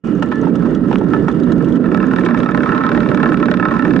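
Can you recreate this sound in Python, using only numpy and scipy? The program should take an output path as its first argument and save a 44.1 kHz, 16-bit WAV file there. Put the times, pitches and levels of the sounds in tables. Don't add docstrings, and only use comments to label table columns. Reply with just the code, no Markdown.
import sys
import numpy as np
from scipy import signal
from scipy.fft import rfft, irfft
from scipy.io import wavfile
from scipy.ndimage import uniform_filter1d, minimum_filter1d

SR = 44100
rng = np.random.default_rng(int(sys.argv[2]) if len(sys.argv) > 2 else 0)


def to_wav(s):
    ch = np.atleast_2d(s).T
    pcm = np.round(np.clip(ch, -1, 1) * 32767)
    wavfile.write(sys.argv[1], SR, pcm.astype(np.int16))


N = 176400
TIME = np.arange(N) / SR
CRACK_RISE_S = .0005
SWELL_HZ = 1160

# (frequency [Hz], level [dB], nominal t60 [s], left minus right [dB], left phase lead [rad])
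FRAME = [(587.3, -6, 0.15, -4, 0.85), (844, -1.5, 0.031, -6.5, 1.3), (1042, -4, 0.084, 0, 1.62),
         (1118, -13.5, 0.099, 16, -0.015), (1296.4, -1, 0.086, -9.5, 0.74), (1432, 3.5, 0.018, -1.5, 0.21),
         (1738, 1.5, 0.031, -7.5, 0.65), (1844, -3.5, 0.022, -5.5, 1.1), (2280, -14, 0.033, -0.5, 0.92),
         (2683, -16, 0.026, 5.5, 0.64), (3440, -22, 0.01, 37, -1.2), (3670, -23, 0.021, 4, 0.36),
         (5100, -25, 0.014, -10, 0)]
# (time [s], level [dB])
FRAME_SWELL = [(1.85, -2), (2.2, -1), (2.55, -5), (2.69, 3), (2.82, 9.5), (2.97, -8), (3.25, 3.5),
               (3.5, -8), (3.65, -3.5), (3.74, 9), (3.87, -10.5)]
# (time [s], level [dB])
ROAD_LEVEL = [(0.05, -40), (0.3, -36.5), (1.63, -33.5), (1.89, -34), (2.13, -28), (2.79, -27),
              (2.94, -27.5), (3.47, -30), (3.66, -28), (4.0, -28)]


def from_db(db):
    return 10 ** (np.asarray(db) / 20)


def rms_one(x):
    return x / np.sqrt(np.mean(x ** 2) + 1e-20)


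def in_time(rows, times=TIME):
    return np.interp(times, *np.transpose(rows))


def per_bin(points):
    hz, value = np.transpose(points)
    return np.interp(np.log(np.arange(N // 2 + 1) * SR / N + 1e-9), np.log(hz), value)


def pan(db):
    ratio = from_db(np.atleast_1d(db))
    return np.array([ratio, np.ones_like(ratio)]) * 2 / (1 + ratio)


def colour(x, spectrum):
    gain = rms_one(from_db(per_bin(spectrum)))
    cepstrum = irfft(np.log(gain), N)
    cepstrum[1:N // 2] *= 2
    cepstrum[N // 2 + 1:] = 0
    return irfft(rfft(x) * np.exp(rfft(cepstrum)), N)


def stereo_noise(coherence):
    mid, side = rfft(rng.standard_normal((2, N)))
    return irfft(np.sqrt((1 + coherence) / 2) * mid + np.sqrt((1 - coherence) / 2) * side * [[1], [-1]], N)


def drift(rate_hz):
    knots = rng.standard_normal(2000)
    return np.interp(TIME * rate_hz, np.arange(len(knots)), knots)


def ring(x, hz, t60, lead=0):
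    r, w = from_db(-60 / (t60 * SR)), 2 * np.pi * hz / SR
    return signal.lfilter([np.sin(lead), r * np.sin(w - lead)], [1, -2 * r * np.cos(w), r * r], x + 1e-18)


def clicks(times, db):
    samples = np.clip(np.ravel(times) * SR, 0, N - 1).astype(int)
    return np.bincount(samples, from_db(np.ravel(db)), N)


def cracks(times, db, spectrum, decay_s, coherence):
    fall, rise = np.exp(-1 / (decay_s * SR)), np.exp(-1 / (CRACK_RISE_S * SR))
    envelope = signal.lfilter([1], [1, -fall], clicks(times, db))
    envelope = signal.lfilter([1 - rise], [1, -rise], envelope)
    return colour(envelope * stereo_noise(coherence), spectrum)


def nearness(hz):
    return min(SWELL_HZ / hz, hz / SWELL_HZ)


def frame(drives, t60_scale, detune=0):
    modes = 0
    for k, (drive, (hz, db, t60, pan_db, lead)) in enumerate(zip(drives, FRAME)):
        ears = [ring(drive, hz * (1 + detune), t60 * t60_scale, side * lead / 2) for side in (1, -1)]
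        modes = modes + (-1) ** k * from_db(db) * pan(pan_db) * np.array(ears)
    contact_band = signal.butter(2, [594, 4400], "band", fs=SR, output="sos")
    return signal.sosfilt(contact_band, modes)


def strike_frame(times, db, swell_db, t60_scale, vary_db, detune=0):
    # (delay [s], level [dB])
    contacts = [(-.0012, -5), (.0006, 6.5), (.003, -2), (.007, -11)]
    delay, contact_db = np.transpose(contacts)
    contact_times = times[:, None] + delay * rng.uniform(0.723, 1.3, (len(times), len(delay)))
    drives = []
    for hz, *_ in FRAME:
        mode_db = db + swell_db * nearness(hz) ** 2 + vary_db * rng.uniform(-1, 1, len(times))
        drives.append(clicks(contact_times, mode_db[:, None] + contact_db))
    return frame(drives, t60_scale, detune)


def rumble():
    # (frequency [Hz], level [dB])
    spectrum = [(20, -62), (32, -30), (42, -18), (60, -17), (85, -25), (125, -9.5), (158, -6), (183, 1.5),
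                (205, -4.5), (240, 2.5), (275, -2), (305, 1), (340, -6.5), (400, -9), (480, -13),
                (590, -20.5), (700, -28), (1100, -41.5), (2000, -74.5)]
    # (frequency [Hz], left minus right [dB])
    balance = [(40, 4.5), (80, -10), (160, -10), (300, -10.5), (550, -5), (1500, 4)]
    # (frequency [Hz], coherence [0-1])
    coherence = [(40, .95), (150, 0.99), (350, 0.95), (700, 0.5)]
    # (time [s], level [dB])
    level = [(0.05, -20.5), (0.1, -16), (0.35, -20.5), (0.43, -14.5), (1.02, -15.5), (1.27, -13),
             (1.29, -18.5), (1.45, -13), (1.89, -13.5), (2.65, -11.5), (2.67, -27.5), (2.69, -12.5),
             (3.57, -12.5), (3.6, -13.5), (3.88, -13.5), (4.0, -4.5)]
    noise = stereo_noise(per_bin(coherence))
    roar = irfft(rfft(noise) * from_db(per_bin(spectrum)) * pan(per_bin(balance)), N)
    envelope = np.sqrt(uniform_filter1d(roar.mean(0) ** 2, size=2600) + 1e-18)
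    roar = roar / envelope ** 0.8
    return roar / np.std(roar.mean(0)) * from_db(in_time(level) + 1.5)


def tyres():
    # (frequency [Hz], level [dB])
    spectrum = [(500, -7.5), (900, 5.5), (1400, 7.5), (1850, -5), (2150, -12.5), (2900, -13), (4000, -20.5),
                (6300, -28), (8000, -34.5), (11000, -47.5)]
    grains_per_s = 500
    road_db, flicker_db = in_time(ROAD_LEVEL), 3.1 * drift(70)
    hiss_db = -35 + 0.95 * (road_db - road_db.mean()) + flicker_db
    hiss = from_db(hiss_db) * colour(stereo_noise(0.51), spectrum) * pan(-6.5)
    shake = rms_one(frame([rng.standard_normal(N)] * len(FRAME), t60_scale=0.56))
    grains = rng.random(N) < grains_per_s / SR
    drives = [grains * rng.standard_normal(N) * nearness(hz) ** 3 for hz, *_ in FRAME]
    crunch = rms_one(frame(drives, t60_scale=0.55))
    swell = np.maximum(from_db(in_time(FRAME_SWELL)) - .8, 0)
    return hiss + from_db(road_db + flicker_db) * (from_db(-2.5) * shake + swell * crunch)


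def scrape():
    # (frequency [Hz], level [dB])
    spectrum = [(1200, -21), (2100, -8), (2500, 5.5), (3100, -1), (3700, -18), (5000, -14.5), (6300, -14),
                (8000, -20.5), (11000, -29)]
    # (time [s], level [dB])
    level = [(.05, -46.5), (.12, -50.5), (.25, -63), (.35, -59), (.44, -83)]
    whistle = from_db(-2) * rms_one(ring(rng.standard_normal(N), hz=2870, t60=.12))
    return from_db(in_time(level)) * (colour(stereo_noise(0.22), spectrum) + whistle)


def grit():
    # (frequency [Hz], level [dB])
    grain_spectrum = [(1000, -2), (2800, 4), (4300, -2.5), (6200, -4), (8000, -12), (11000, -17)]
    # (time [s], level [dB], pitch [Hz], overtone re fundamental [dB])
    ticks = [(0.152, -43, 3750, 7), (0.2249, -20, 2850, -9), (0.313, -38, 2810, -2),
             (0.4147, -37, 3700, 7.5), (0.456, -38, 3120, 0), (0.5547, -26, 2960, -11),
             (0.622, -43, 2780, 4), (0.7484, -26, 3360, -6), (0.983, -29.5, 3350, -9),
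             (1.2838, -23.5, 3280, -10), (1.315, -31, 3520, -12), (1.4, -32, 2850, 1),
             (1.4346, -29.5, 3820, -11), (1.5204, -23, 3930, -11), (1.645, -25, 2800, -20),
             (1.723, -30, 3220, -11), (1.756, -29.5, 3080, -21), (2.2495, -19.5, 2710, -10),
             (3.147, -22, 3700, -8), (3.512, -19.5, 2830, -10)]
    # (frequency [Hz], level [dB])
    tick_spectrum = [(1000, -16.5), (2200, 4.5), (3300, 14.5), (4300, 2), (6200, 2.5), (8000, -3.5),
                     (11000, -40)]
    grains_per_s, overtone_ratio = 110, 1.66
    breaks = rng.random(N) < grains_per_s / SR
    size_db = 6 * np.minimum(rng.exponential(1, N), 3.0)
    road_db = in_time(ROAD_LEVEL)
    grain_db = -50 + size_db + 0.74 * (road_db - road_db.mean())
    faint = cracks(TIME[breaks], grain_db[breaks], grain_spectrum, decay_s=.001, coherence=0.46)
    pings = 0
    for when, level, hz, overtone_db in ticks:
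        click = clicks(when, level - 7)
        overtone = from_db(overtone_db) * ring(click, hz * overtone_ratio, t60=0.011)
        pings = pings + ring(click, hz, t60=.02) + overtone
    times, db, _, _ = np.transpose(ticks)
    return faint + pings + cracks(times, db - 11, tick_spectrum, decay_s=0.0062, coherence=0.29)


def ice_snap():
    # (frequency [Hz], level [dB])
    spectrum = [(600, -4.5), (1300, 6.5), (2000, -2), (2800, 1), (3600, -12), (4400, -24), (11000, -45)]
    return colour(clicks(times=.9578, db=3), spectrum)


def fitting():
    # (frequency [Hz], level [dB], t60 [s])
    modes = [(1330, 1.5, 0.11), (1842, -6, 0.022), (2810, -16, 0.016), (3450, -24, 0.075)]
    # (time [s], duration [s], level [dB])
    squeals = [(0.228, 0.027, -40), (0.322, 0.061, -31.5), (1.124, 0.037, -32), (1.16, 0.079, -43),
               (1.275, 0.021, -37.5)]
    squeal_hz, wobble_hz, rise_s, fall_s = 1738, 12, .018, 0.014
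    rub = 0
    for start, duration, db in squeals:
        attack = np.clip((TIME - start) / rise_s, 0, 1)
        release = np.exp(-np.maximum(TIME - start - duration, 0) / fall_s)
        rub = rub + from_db(db) * attack * release
    phase = 2 * np.pi * np.cumsum(squeal_hz + wobble_hz * drift(80)) / SR
    note = np.sqrt(2) * np.sin(phase) * from_db(1.5 * drift(150))
    noise = stereo_noise(0.51)
    chatter = sum(from_db(db) * rms_one(ring(noise, hz, t60)) for hz, db, t60 in modes)
    hum_gain = from_db(-42.5 + 4 * drift(40))
    return pan(-2.4) * (rub * note + chatter * (hum_gain + from_db(-8) * rub))


def knocks():
    # (time [s], level [dB], relative treble [dB], relative clunk [dB])
    blows = [(.223, -8.5, -21, -6), (.228, -21, -16.5, -20), (0.316, -12, -21.5, -15.5),
             (.322, -12, -22, -16), (.432, -30, -28, 7), (0.469, -21, -18.5, 4.5), (.717, -21.5, -39, -8.5),
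             (.912, -16, -16, 0.5), (.927, -14.5, -15, -10), (1.012, -25.5, -22.5, 8),
             (1.134, -6.5, -25, -13), (1.144, -11.5, -24, -16.5), (1.163, -17.5, -30, -8),
             (1.281, -6, -31, -13), (1.519, -16, -33, -26.5), (1.605, -17, -32.5, -11.5)]
    # (frequency [Hz], level [dB])
    clunk_spectrum = [(250, -20), (600, -8.5), (780, -3.5), (890, 0), (1080, -12), (1400, -7.5),
                      (2200, -33.5), (6000, -51.5)]
    # (frequency [Hz], level [dB])
    clack_spectrum = [(300, -2), (800, 0.5), (1500, -3.5), (2100, -1), (2800, 8.5), (4000, -9), (6300, -18),
                      (11000, -36.5)]
    times, db, treble_db, clunk_db = np.transpose(blows)
    body = strike_frame(times, db - 16, swell_db=1, t60_scale=.8, vary_db=3.0)
    clunk = cracks(times, db + clunk_db - 4.5, clunk_spectrum, decay_s=0.0091, coherence=0.19)
    hollow = ring(clicks(times, db + clunk_db - 2.5), hz=890, t60=.04)
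    clack = cracks(times, db + treble_db + 2, clack_spectrum, decay_s=0.0062, coherence=0.28)
    return body + (clunk + hollow) * pan(-5) + clack * pan(-0.96)


def freewheel():
    # (time [s], level [dB], relative treble [dB])
    pawls = [(1.8411, -21, -35), (1.8584, -18, -39), (1.8865, -22.5, -42), (1.916, -13, -39),
             (1.9449, -12, -11), (1.9738, -15, -41), (2.0008, -8, -35), (2.0272, -10, -48),
             (2.0403, -15, -38), (2.0816, -16.5, -39), (2.1105, -11.5, -22), (2.1355, -12, -23),
             (2.1609, -21, -2), (2.1849, -12.5, -26), (2.2093, -21, -9.5), (2.2352, -14, -41),
             (2.2617, -9, -15), (2.2871, -8.5, -37), (2.3081, -7.5, -39), (2.3455, -4.5, -33),
             (2.3739, -10, -15), (2.4019, -12, -12.5), (2.4318, -11, -12), (2.4602, -3, -32.5),
             (2.4887, -4, -29.5), (2.5176, -5.5, -28), (2.5465, -7, -12.5), (2.5745, -6, -22),
             (2.6049, -6, -39), (2.6324, -10, -12.5), (2.6588, -8, -21.5), (2.6904, -9.5, -23),
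             (2.7196, -4, -36.5), (2.7481, -10.5, -17), (2.778, -11, -6), (2.8054, -11, -38.5),
             (2.8355, -7.5, -16.5), (2.8644, -6.5, -9), (2.8904, -8, -11.5), (2.9164, -8, -15.5),
             (2.9474, -8, -17.5), (2.9751, -5.5, -47), (3.0035, -17, -6.5), (3.0309, -13, -13),
             (3.0589, -6.5, -34), (3.0883, -16, -8), (3.1147, -7, -41), (3.1452, -11, -14.5),
             (3.1731, -8.5, -20), (3.2, -12, -23), (3.23, -9, -13), (3.258, -8.5, -16.5),
             (3.2894, -13, -24), (3.3194, -8, -22), (3.3427, -13, -16), (3.3714, -17.5, -7),
             (3.4006, -11, -20), (3.4275, -0.5, -38.5), (3.4564, -11.5, -10), (3.484, -5, -41.5),
             (3.5133, -0.5, -16.5), (3.5393, -9.5, -10), (3.5707, -12, -13), (3.5971, -5.5, -32),
             (3.6256, -2, -38), (3.6525, -0.5, -23.5), (3.6834, -8, -15.5), (3.7089, -10.5, -38),
             (3.7385, -14, -17), (3.7655, -14.5, -18), (3.7937, -7, -25.5), (3.8226, -10, -19.5),
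             (3.8501, -4.5, -22.5), (3.878, -17, -39), (3.907, -6.5, -21), (3.935, -6, -20),
             (3.9623, -4.5, -12), (3.9904, -2.5, -19)]
    # (frequency [Hz], level [dB])
    snap_spectrum = [(300, -13.5), (700, 3), (1500, 14), (2100, 4), (2700, -4.5), (3800, -0.5), (4400, -12),
                     (5100, -13.5), (7000, -27), (11000, -40)]
    # (frequency [Hz], level [dB], t60 [s])
    hub_modes = [(2327, -5, 0.025), (2603, -9.5, .03), (3794, -15.5, 0.016), (4740, -32, 0.022)]
    # (delay [s], level [dB])
    rattle = [(.006, -13.5), (0.01, -11), (.016, -17.5), (.021, -18.5)]
    times, db, treble_db = np.transpose(pawls)
    snap_db = db + treble_db
    snap = cracks(times, snap_db + 7.5, snap_spectrum, decay_s=.0035, coherence=0.12) * pan(-2.0)
    hub_drive = clicks(times + CRACK_RISE_S, -12 + .35 * snap_db)
    hub = sum(from_db(level) * ring(hub_drive, hz, t60) for hz, level, t60 in hub_modes)
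    rattle_times = [times + delay * rng.uniform(.85, 1.15, len(times)) for delay, _ in rattle]
    rattle_db = db + 0.44 * in_time(FRAME_SWELL, times)
    hit_times = np.concatenate([times] + rattle_times)
    hit_db = np.concatenate([db] + [rattle_db + level for _, level in rattle]) - 12.5
    swell_db = in_time(FRAME_SWELL, hit_times)
    detune_signs = rng.choice([-1, 1], len(hit_times))
    body = 0
    for sign in (-1, 1):
        hits = detune_signs == sign
        body = body + strike_frame(hit_times[hits], hit_db[hits], swell_db[hits],
                                   t60_scale=0.82, vary_db=6.5, detune=sign * .011)
    return snap + hub + body


def scene():
    return rumble() + tyres() + scrape() + grit() + ice_snap() + freewheel() + knocks() + fitting()


def record(dry):
    limit, attack_s, release_db_per_s = 0.75, 0.0018, 147.5
    start_s, fade_s, cutoff_hz = 0.037, 0.0088, 11200
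    over_db = 20 * np.log10(np.maximum(np.abs(dry).max(0) / limit, 1))
    release_db = release_db_per_s * TIME
    held_db = np.maximum.accumulate(over_db + release_db) - release_db
    span = int(2 * attack_s * SR)
    gain = from_db(uniform_filter1d(minimum_filter1d(-held_db, span), span))
    fade = np.clip((TIME - start_s) / fade_s, .004, 1)
    lowpass = signal.ellip(10, .2, 70, cutoff_hz, fs=SR, output="sos")
    return signal.sosfilt(lowpass, dry * gain * fade)


dry = scene()
out = record(dry)
to_wav(out)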